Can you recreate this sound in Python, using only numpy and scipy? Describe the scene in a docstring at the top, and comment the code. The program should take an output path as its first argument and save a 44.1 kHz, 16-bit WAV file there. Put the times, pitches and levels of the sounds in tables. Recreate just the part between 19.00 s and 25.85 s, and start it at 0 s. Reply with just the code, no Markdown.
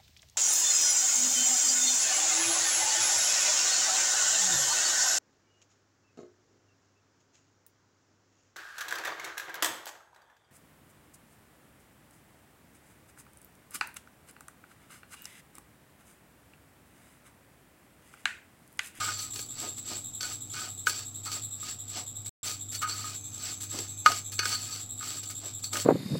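"""From the start a steel spoon stirs dry rice on a steel plate in a small room, over a chirping house
cricket, a second one's faint trill and mains hum. Friction makes the grains rustle; scrapes and knocks
excite the modes of plate and spoon, damped by the rice and the hand. The plate rings out at 1.9 s, the
trill then fades, and at 3.3 s all sound cuts out briefly. The trill returns louder from 4.2 to 5.4 s,
the hardest knock falls near 5.1 s, and the stirring goes on to the end."""
import sys
import numpy as np
from scipy import signal
from scipy.fft import rfft, irfft, next_fast_len
from scipy.io import wavfile

SR = 44100
rng = np.random.default_rng(int(sys.argv[2]) if len(sys.argv) > 2 else 0)


def int16_out(signal):
    """Quantize to a 16-bit WAV file."""
    q = np.round(np.clip(np.atleast_2d(signal).T, -1, 1) * 32767)
    wavfile.write(sys.argv[1], SR, q.astype(np.int16))


N = 302085
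TIME = np.arange(N) / SR
SILENCE_START_S, SILENCE_END_S = 3.293, 3.431

# strokes through the rice: start_s, rise_s, hold_s, fall_s, level_db, crackle_offset_db
RICE_STROKES = [(-.01, 0.016, 0.093, 0.1, -42, -7), (0.168, 0.02, 0.031, 0.1, -47, -1),
                (0.326, 0.028, 0.042, 0.09, -51, 3.5), (0.523, 0.08, 0.045, 0.12, -48, -8.5),
                (0.829, 0.08, 0.027, .1, -46.5, -10), (1.197, .014, 0.11, 0.078, -48, -4.5),
                (1.495, 0.077, .075, .085, -46.5, -7), (1.858, 0.011, .03, .03, -42, 2),
                (1.89, 0.023, .08, 0.083, -46.5, -7), (2.233, 0.099, 0.038, 0.072, -46.5, -5),
                (2.579, 0.1036, 0.015, 0.073, -46, -8.5), (2.874, 0.099, 0.014, 0.061, -44.5, -16),
                (3.417, 0.046, .018, 0.11, -42, -2.5), (3.859, .03, 0.26, 0.042, -48.5, -4),
                (4.316, 0.16, 0.02, 0.092, -45, -7), (4.666, 0.081, .05, 0.14, -47.5, -6.5),
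                (5.046, .015, .115, 0.049, -42.5, -5.5), (5.398, 0.079, 0.07, 0.027, -40.5, -4),
                (5.53, 0.022, 0.25, 0.07, -49, -4), (5.971, 0.08, 0.11, .085, -47.5, -5),
                (6.335, 0.13, .02, .07, -52, -14.5), (6.724, 0.0082, .085, 0.042, -43, -2)]
# a few grains slide off the spoon and patter down: time_s, level_db
RICE_SPILLS = [(.505, -61), (.775, -55), (2.16, -71), (2.25, -49.5), (3.257, -55.5), (3.719, -50.5),
               (3.743, -45), (3.815, -45), (4.603, -53), (4.63, -50), (5.318, -47.5), (6.228, -51.5),
               (6.297, -48.5), (6.59, -60.5), (6.635, -49.5)]
def moving_rice():
    """Incoherent sources add in power: strokes and spills give the rustle and crackle levels in dB."""
    power = np.zeros((2, N))
    for start, rise, hold, fall, db, crackle_db in RICE_STROKES:
        stroke = swell(start, rise, hold, fall, sag_db=10.5 * hold)   # the spoon slows
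        power += (from_db([[db], [db + crackle_db]]) * stroke) ** 2
    for time, db in RICE_SPILLS:
        spill = swell(time - .0028, rise_s=.0056, hold_s=.009, fall_s=.04)
        power += (from_db([[db], [db + .5]]) * spill) ** 2
    settling = from_db(-82.5)   # the heap keeps trickling between strokes
    return 10 * np.log10(power + settling ** 2)


# spectra of grains sliding, crackling, cracking singly and being pushed: frequency_hz, density_db
RUSTLE_SPECTRUM = [(300, -23), (900, -15.5), (1900, -3.5), (2900, 1), (4400, 3.5), (5900, 3), (6600, -2.5),
                   (7600, 11), (9000, -15), (16000, -32.5)]
CRACKLE_SPECTRUM = [(3000, -37), (6500, -1), (8500, 0.5), (10500, -5.5), (13000, -8.5), (16000, -3)]
CRACK_SPECTRUM = [(150, -29), (400, 8.5), (900, -7), (1800, -1.5), (3000, 4.5), (6000, 7.5), (9000, -1.5),
                  (16000, -10)]
PUSH_SPECTRUM = [(120, -18.5), (250, 2.5), (340, -8), (480, -10), (650, 2.5), (850, -3.5), (1060, -6),
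                 (1400, -9.5), (4000, -21.5)]
def stirring(rustle_db, crackle_db, snap_db, push_db, steel_db, hollow_db):
    """Granular friction: tiny impacts merge into noise, and a harder stroke moves more grains."""
    level, crackle_level = moving_rice()
    per_s = 6000 * np.clip(from_db(level + 46), .15, 2)
    even = 1 / np.sqrt(per_s)   # the level follows the stroke, whatever the number of grains
    sliding = even * grains(per_s, spread_db=1.5)
    steel = rms_one(resonate(lambda hz, db: sliding * from_db(db), PLATE_MODES + SPOON_MODES))
    out = from_db(level + rustle_db) * (coloured(sliding, RUSTLE_SPECTRUM) + from_db(steel_db) * steel)
    crackle = even * grains(per_s / 2, spread_db=3)
    out += from_db(crackle_level + crackle_db) * coloured(crackle, CRACKLE_SPECTRUM)
    # single grains snap out from under the spoon
    snaps = grains(per_s=60, spread_db=3.5)
    out += from_db(level + snap_db) * coloured(snaps, CRACK_SPECTRUM)
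    # grains pushed ahead of the bowl add a dull crunch
    pushed = from_db(2.9 * drift(90)) * grains(per_s=2600, spread_db=2.5)
    hollow = rms_one(resonate(lambda hz, db: pushed * from_db(db), HOLLOW_MODES))
    crunch = coloured(pushed, PUSH_SPECTRUM) + from_db(hollow_db) * hollow
    return out + from_db(level + push_db) * crunch


# damped bending modes of plate and spoon: pitch_hz, level_db, t60_s
PLATE_MODES = [(928, -17.5, 0.088), (1248, -1.5, 0.079), (1252.6, -15, 0.13), (1487, -2.5, 0.031),
               (1532, -4.5, 0.0087), (1642, -13, 0.056), (1907, -13.5, .04), (2206, -4, 0.024),
               (2300, -30.5, 0.045), (2490, -16, 0.15), (2880, -12, 0.048), (3036, -11, 0.03)]
SPOON_MODES = [(4230, -5, 0.067), (4345, -8.5, 0.068), (4534, -2.5, 0.11), (4640, -7.5, 0.039),
               (5440, -50.5, 0.036), (6070, -0.5, 0.042), (5500, -9.5, 0.023), (8000, -28, .06)]
# spoon meets plate: start_s, crack_db, plate_db, spoon_db, spot_pitch_hz
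SPOON_KNOCKS = [(0.1944, -39, -61, -38, 1270), (0.3361, -36, -66, -46, 1300),
                (0.3596, -28.5, -56, -50, 1210), (0.392, -29, -48, -41, 1460), (0.425, -50, -54, -43, 1250),
                (1.208, -29.5, -39, -32.5, 1500), (1.2303, -27, -50, -37, 1280),
                (1.537, -34, -50, -42, 1200), (1.8693, -22, -12, -38, 1492), (1.896, -28, -47, -30, 1390),
                (2.2568, -36, -44, -48, 1190), (2.317, -27, -40, -42, 1220), (2.6296, -45, -38, -60, 1220),
                (2.9715, -33, -41, -52, 1420), (3.7492, -48, -61, -32.5, 1210),
                (3.8265, -33, -21, -47, 1340), (3.8763, -46, -34, -52, 1250), (3.8958, -30, -52, -48, 1210),
                (4.788, -24.5, -48, -43, 1340), (5.0607, -19, -2, -21, 1347),
                (5.0641, -32, -13.5, -29.5, 2200), (5.1179, -21.5, -25, -39, 1350),
                (5.3911, -20, -19, -24, 2560), (5.3929, -29, -20.5, -47, 1480),
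                (5.432, -36, -22.5, -54, 1530), (5.455, -22, -20, -48, 1550),
                (6.0301, -44, -31.5, -57, 1360), (6.235, -37, -66, -45, 1280),
                (6.642, -36.5, -65, -31.5, 1210), (6.6714, -50, -54, -41, 1220),
                (6.7323, -24.5, -28.5, -51, 1350), (6.7557, -51, -23, -44, 1690),
                (6.7692, -20.5, -33, -47, 1310)]
def knocks(plate_db, spoon_db, crack_db, spot_db_per_octave, crack_decay_s):
    """Impulse excitation: each knock rings plate and spoon and crushes a few grains between them."""
    start, crack, plate, spoon, spot_hz = np.transpose(SPOON_KNOCKS)

    def clicks(db):
        """One impulse per knock, its strength scattered by about 1 dB."""
        out = np.zeros(N)
        out[np.round(start * SR).astype(int)] = from_db(db + rng.normal(0, 1, len(start)))
        return out

    out = resonate(
        lambda hz, db: clicks(plate + plate_db + db + coupling_db(hz, spot_hz, spot_db_per_octave)),
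        PLATE_MODES)
    out += resonate(lambda hz, db: clicks(spoon + spoon_db + db), SPOON_MODES)
    decay = np.exp(-1 / (crack_decay_s * SR))
    burst = signal.lfilter([1], [1, -decay], clicks(crack + crack_db) + 1e-18)
    return out + burst * coloured(rng.standard_normal(N), CRACK_SPECTRUM)


# the spoon's edge drags on bare steel: start_s, length_s, plate_db, spoon_db, spot_pitch_hz
SPOON_SCRAPES = [(0.0, 0.08, -29, -50, 1400), (0.084, 0.03, -30, -49, 1400), (0.12, 0.17, -49, -44.5, 1250),
                 (1.225, 0.079, -39.5, -45, 1440), (1.538, 0.14, -38.5, -53, 1440),
                 (2.261, 0.028, -35, -42, 1250), (2.32, 0.079, -50, -48, 1240),
                 (3.462, .08, -53, -42.5, 1260), (3.816, 0.058, -29, -45, 1380),
                 (3.886, 0.078, -40, -38.5, 1340), (3.98, 0.044, -45.5, -47, 1250),
                 (4.032, 0.084, -42, -47, 1190), (5.384, 0.11, -35.5, -38.5, 1540),
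                 (5.512, 0.038, -33, -27.5, 1560), (5.56, 0.2, -56, -46.5, 1300),
                 (5.718, 0.079, -50, -42.5, 1270), (5.998, 0.15, -44.5, -55, 1350),
                 (6.262, 0.079, -58, -58, 1250)]
def scraping(plate_db, spoon_db, spot_db_per_octave, roam_db, bite_s=.011):
    """Stick-slip friction: the spoon's edge catches and slips on the plate, and both ring."""
    start, length, plate, spoon, spot_hz = np.transpose(SPOON_SCRAPES)
    pressure = np.array([swell(t - bite_s / 2, bite_s, hold, fall_s=.0087, sag_db=11)
                         for t, hold in zip(start, length)])
    slips = rms_one(grains(per_s=1500, spread_db=4))

    def plate_drive(hz, db):
        """The point of contact weights each plate mode."""
        gains = from_db(plate + plate_db + db + coupling_db(hz, spot_hz, spot_db_per_octave))
        return slips * (gains @ pressure)

    def spoon_drive(hz, db):
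        """As the contact travels, the spoon's modes take turns."""
        return slips * (from_db(spoon + spoon_db + db) @ pressure) * from_db(roam_db * drift(25))

    return resonate(plate_drive, PLATE_MODES) + resonate(spoon_drive, SPOON_MODES)


# resonances of the spoon's bowl buried in the heap: pitch_hz, level_db, t60_s
HOLLOW_MODES = [(354, 1.5, 0.036), (406, 2, 0.013), (593, 0, 0.042), (698, -3, 0.043)]
# the bowl digs deep: start_s, length_s, level_db, hollow_pitch_hz
DEEP_DIGS = [(.635, 0.051, -44.5, 690), (0.917, 0.038, -44, 322), (1.638, 0.038, -51, 690),
             (2.35, .03, -53, 680), (2.977, 0.031, -44.5, 680), (4.746, 0.067, -45, 395),
             (5.078, 0.042, -41.5, 700), (6.439, .04, -52.5, 343), (6.746, 0.02, -39.5, 586)]
def digging(crunch_db, hollow_db, spot_db_per_octave, rise_s=.029):
    """Granular yielding: packed grains give way in jerks, with a dull, hollow crunch."""
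    start, length, level, spot_hz = np.transpose(DEEP_DIGS)
    depth = np.array([swell(t - rise_s, rise_s, hold, fall_s=.06, sag_db=7)
                      for t, hold in zip(start, length)])
    jerks = rms_one(from_db(2 * drift(90)) * grains(per_s=1800, spread_db=2.5))

    def hollow_drive(hz, db):
        """Each dig couples best to the resonances near its own pitch."""
        gains = from_db(level + hollow_db + db + coupling_db(hz, spot_hz, spot_db_per_octave))
        return jerks * (gains @ depth)

    crunch = (from_db(level + crunch_db) @ depth) * coloured(jerks, PUSH_SPECTRUM)
    return crunch + resonate(hollow_drive, HOLLOW_MODES)


def wing_stroke(since_s, length_s, first_hz, last_hz):
    """Stridulation: the scraper slows as it runs along the file, so the short tone falls."""
    progress = np.clip(since_s / length_s, 0, 1)
    cycles = length_s * (first_hz * progress + (last_hz - first_hz) * progress ** 2 / 2)
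    return np.sin(np.pi * progress) * np.exp(2j * np.pi * cycles)


# the two wing strokes of a chirp: delay_s, length_s, first_hz, last_hz, level_db
CHIRP_STROKES = [(-.003, .007, 8008, 6917, -11), (0.0101, 0.00845, 8170, 7170, -9)]
def chirps(period_s, jitter_s, echo_s, echo_db):
    """Multipath: the near cricket's chirps echo off the nearest wall and smear in the room; rms 1."""
    starts = np.concatenate([np.arange(-.061, SILENCE_START_S, period_s),
                             np.arange(3.411, TIME[-1], period_s)])
    starts += jitter_s * rng.standard_normal(len(starts))
    song = np.zeros(N, complex)
    for delay, length, first_hz, last_hz, db in CHIRP_STROKES:
        pitch, force, late = rng.standard_normal((len(starts), 3)).T
        begins = starts + delay + .0008 * late
        latest = np.maximum(np.searchsorted(begins, TIME) - 1, 0)
        bend = 1 + .007 * pitch[latest]
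        stroke = wing_stroke(TIME - begins[latest], length, first_hz * bend, last_hz * bend)
        song += from_db(db + force[latest]) * stroke
    song += from_db(echo_db) * np.interp(TIME - echo_s, TIME, song)
    # as the insect turns, its song takes other paths through the room
    turn = 2.424 * TIME
    one, other = (rms_one(room(song, wet_db=2.5, t60_s=.3, gap_s=.0089)) for _ in range(2))
    return rms_one(np.cos(turn) * one + 1j * np.sin(turn) * other)


# the far cricket's bouts of song: start_s, length_s, level_db
TRILL_BOUTS = [(0.0, 2.15, -63.5), (4.2, 1.2, -51.5)]
def trills(pitch_hz, pulse_hz, fade_s):
    """Narrow-band noise: the far cricket's fast trill blurs into a thin, steady whirr."""
    whirr = rng.standard_normal(N) * (1 + .5 * np.sin(2 * np.pi * pulse_hz * TIME))
    for _ in range(3):
        whirr = ring(whirr, pitch_hz, t60_s=.008)
    whirr = signal.hilbert(whirr, next_fast_len(N))[:N]
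    bouts = sum(from_db(db) * swell(start - fade_s, fade_s, length, fade_s)
                for start, length, db in TRILL_BOUTS)
    return bouts * rms_one(whirr / np.abs(whirr) ** .41)   # compression evens the trill


# thin copies above and below the crickets' song: shift_hz, level_db
SONG_SIDEBANDS = [(-3870, -14.5), (1697.5, -32.5), (3869, -17), (5559, -28.5), (7729, -21.5)]
def crickets(chirp_db, trill_db):
    """Frequency shifting: both songs sound together with faint sidebands."""
    song = from_db(trill_db) * trills(pitch_hz=6310, pulse_hz=48, fade_s=.15)
    song += from_db(chirp_db) * chirps(period_s=.09185, jitter_s=.0012, echo_s=.005, echo_db=4)
    sidebands = sum(from_db(db) * np.exp(2j * np.pi * hz * TIME) for hz, db in SONG_SIDEBANDS)
    return np.real(song * (1 + sidebands))


# the mains hum swells and sinks: time_s, level_db
HUM_CURVE = [(0.0, -46), (.35, -56.5), (1.12, -55), (2.12, -47), (3.0, -51), (3.8, -44), (4.25, -50.5),
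             (5.3, -45.5), (5.85, -52), (6.7, -45.5)]
# faint tones in the room: pitch_hz, level_db, waver_db
FAINT_TONES = [(247.5, -65.5, 3), (301, -66.5, 3.0), (735, -71.5, 2), (842, -76, 0.5)]
# dull room noise: frequency_hz, density_db
ROOM_SPECTRUM = [(20, 2), (45, -3), (80, 4), (115, 13.5), (170, 1.5), (250, 2.5), (400, -4.5), (600, -9.5),
                 (1000, -12.5), (1250, -7.5), (1600, -18), (6000, -15), (16000, -40)]
def background(noise_db, hum_db, hum_hz):
    """Superposition: mains hum and a few faint tones waver over broadband room noise."""
    hum_level = np.interp(TIME, *np.transpose(HUM_CURVE))
    hum = wavering_tone(hum_hz, hum_level + hum_db, waver_db=2.1)
    tones = sum(wavering_tone(*row) for row in FAINT_TONES)
    return hum + tones + from_db(noise_db) * coloured(rng.standard_normal(N), ROOM_SPECTRUM)


def wavering_tone(hz, db, waver_db):
    """Slow random modulation makes a tone unsteady in amplitude and phase."""
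    amplitude = np.sqrt(2) * from_db(db + waver_db * np.clip(drift(6.5), -1.5, 1.5))
    return amplitude * np.sin(2 * np.pi * hz * TIME + .45 * drift(6))


def room(x, wet_db, t60_s, gap_s):
    """Reverberation: a dense, decaying tail of wall reflections follows the direct sound."""
    t = TIME[:SR // 2]
    tail = rng.standard_normal(len(t)) * np.exp(-np.log(1000) * t / t60_s) * (t > gap_s)
    return x + from_db(wet_db) * signal.fftconvolve(x, tail / np.linalg.norm(tail))[:N]


def resonate(drive, modes, wander_s=.00021):
    """Modal superposition: each mode rings to its drive(hz, db); little radiates below the lowest."""
    out = sum(ring(drive(hz, db), hz, t60) * (-1) ** (k // 2) for k, (hz, db, t60) in enumerate(modes))
    out = np.interp(TIME + wander_s * drift(22), TIME, out)   # shifting rice and pressure bend the pitch
    return signal.sosfilt(signal.butter(2, .46 * modes[0][0], "high", fs=SR, output="sos"), out)


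def ring(clicks, hz, t60_s):
    """Damped oscillator: a unit impulse starts a decaying sine of height 1."""
    decay, step = from_db(-60 / (t60_s * SR)), 2 * np.pi * hz / SR
    return signal.lfilter([0, np.sin(step)], [1, -2 * decay * np.cos(step), decay ** 2], clicks + 1e-18)


def coupling_db(hz, spot_hz, db_per_octave):
    """Modal coupling: the spot touched favours the modes near its own pitch."""
    return -db_per_octave * np.minimum(np.abs(np.log2(hz / spot_hz)), .3)


def grains(per_s, spread_db):
    """Shot noise: tiny impacts of uneven size arrive at random."""
    sizes = from_db(spread_db * np.minimum(rng.exponential(1, N), 4)) * rng.choice([-1, 1], N)
    return sizes * (rng.random(N) < per_s / SR)


def swell(start_s, rise_s, hold_s, fall_s, sag_db=0, edge_db=21, edge_curve=1.326):
    """Amplitude envelope: attack, sagging hold and release."""
    since = TIME - start_s - rise_s
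    outside = np.maximum(-since / rise_s, 0) + np.maximum((since - hold_s) / fall_s, 0)
    near = outside < 3
    sag = sag_db * np.clip(since[near] / hold_s, 0, 1)
    gain = np.zeros(N)
    gain[near] = from_db(-edge_db * outside[near] ** edge_curve - sag)
    return gain


def coloured(x, spectrum):
    """Spectral shaping: a flat signal takes on the given spectrum; rms 1."""
    hz, db = np.transpose(spectrum)
    size = next_fast_len(N)
    bins_hz = np.maximum(np.fft.rfftfreq(size, 1 / SR), 1)
    gain = from_db(np.interp(np.log(bins_hz), np.log(hz), db))
    return rms_one(irfft(rfft(x, size) * gain, size)[:N])


def drift(rate_hz):
    """Interpolated noise: a slow random curve with a spread near 1."""
    knots = rng.standard_normal(4000)
    return np.interp(TIME * rate_hz, np.arange(len(knots)), knots)


def from_db(db):
    """Decibels to amplitude ratio."""
    return 10 ** (np.asarray(db) / 20)


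def rms_one(x):
    """Normalisation to unit rms."""
    return x / np.sqrt(np.mean(np.abs(x) ** 2) + 1e-20)


def scene():
    """Sound pressures add: the plate is close by, the crickets are across the room."""
    plate = stirring(rustle_db=5.5, crackle_db=5.5, snap_db=-4, push_db=-11, steel_db=-6, hollow_db=-4.5)
    plate += digging(crunch_db=-.5, hollow_db=-20, spot_db_per_octave=23.5)
    plate += scraping(plate_db=-17.5, spoon_db=-22.5, spot_db_per_octave=33, roam_db=2.5)
    plate += knocks(plate_db=4.5, spoon_db=1.5, crack_db=-5, spot_db_per_octave=42, crack_decay_s=.0055)
    # a small plate radiates little bass
    plate = signal.sosfilt(signal.butter(2, 170, "high", fs=SR, output="sos"), plate)
    mix = room(plate, wet_db=-15, t60_s=.25, gap_s=.005)
    mix += crickets(chirp_db=-38.5, trill_db=-.5)
    mix += background(noise_db=-54.5, hum_db=-1.6, hum_hz=100.6)
    return mix[None]


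def record(dry):
    """Saturation rounds the peaks, the sound cuts out for a moment, a low-pass removes the top."""
    rounded = .8 * np.tanh(dry / .8)
    sounding = (TIME < SILENCE_START_S) | (TIME > SILENCE_END_S)
    low_pass = signal.ellip(12, .2, 80, 15850, fs=SR, output="sos")
    return signal.sosfilt(low_pass, rounded * sounding)


dry = scene()
out = record(dry)
int16_out(out)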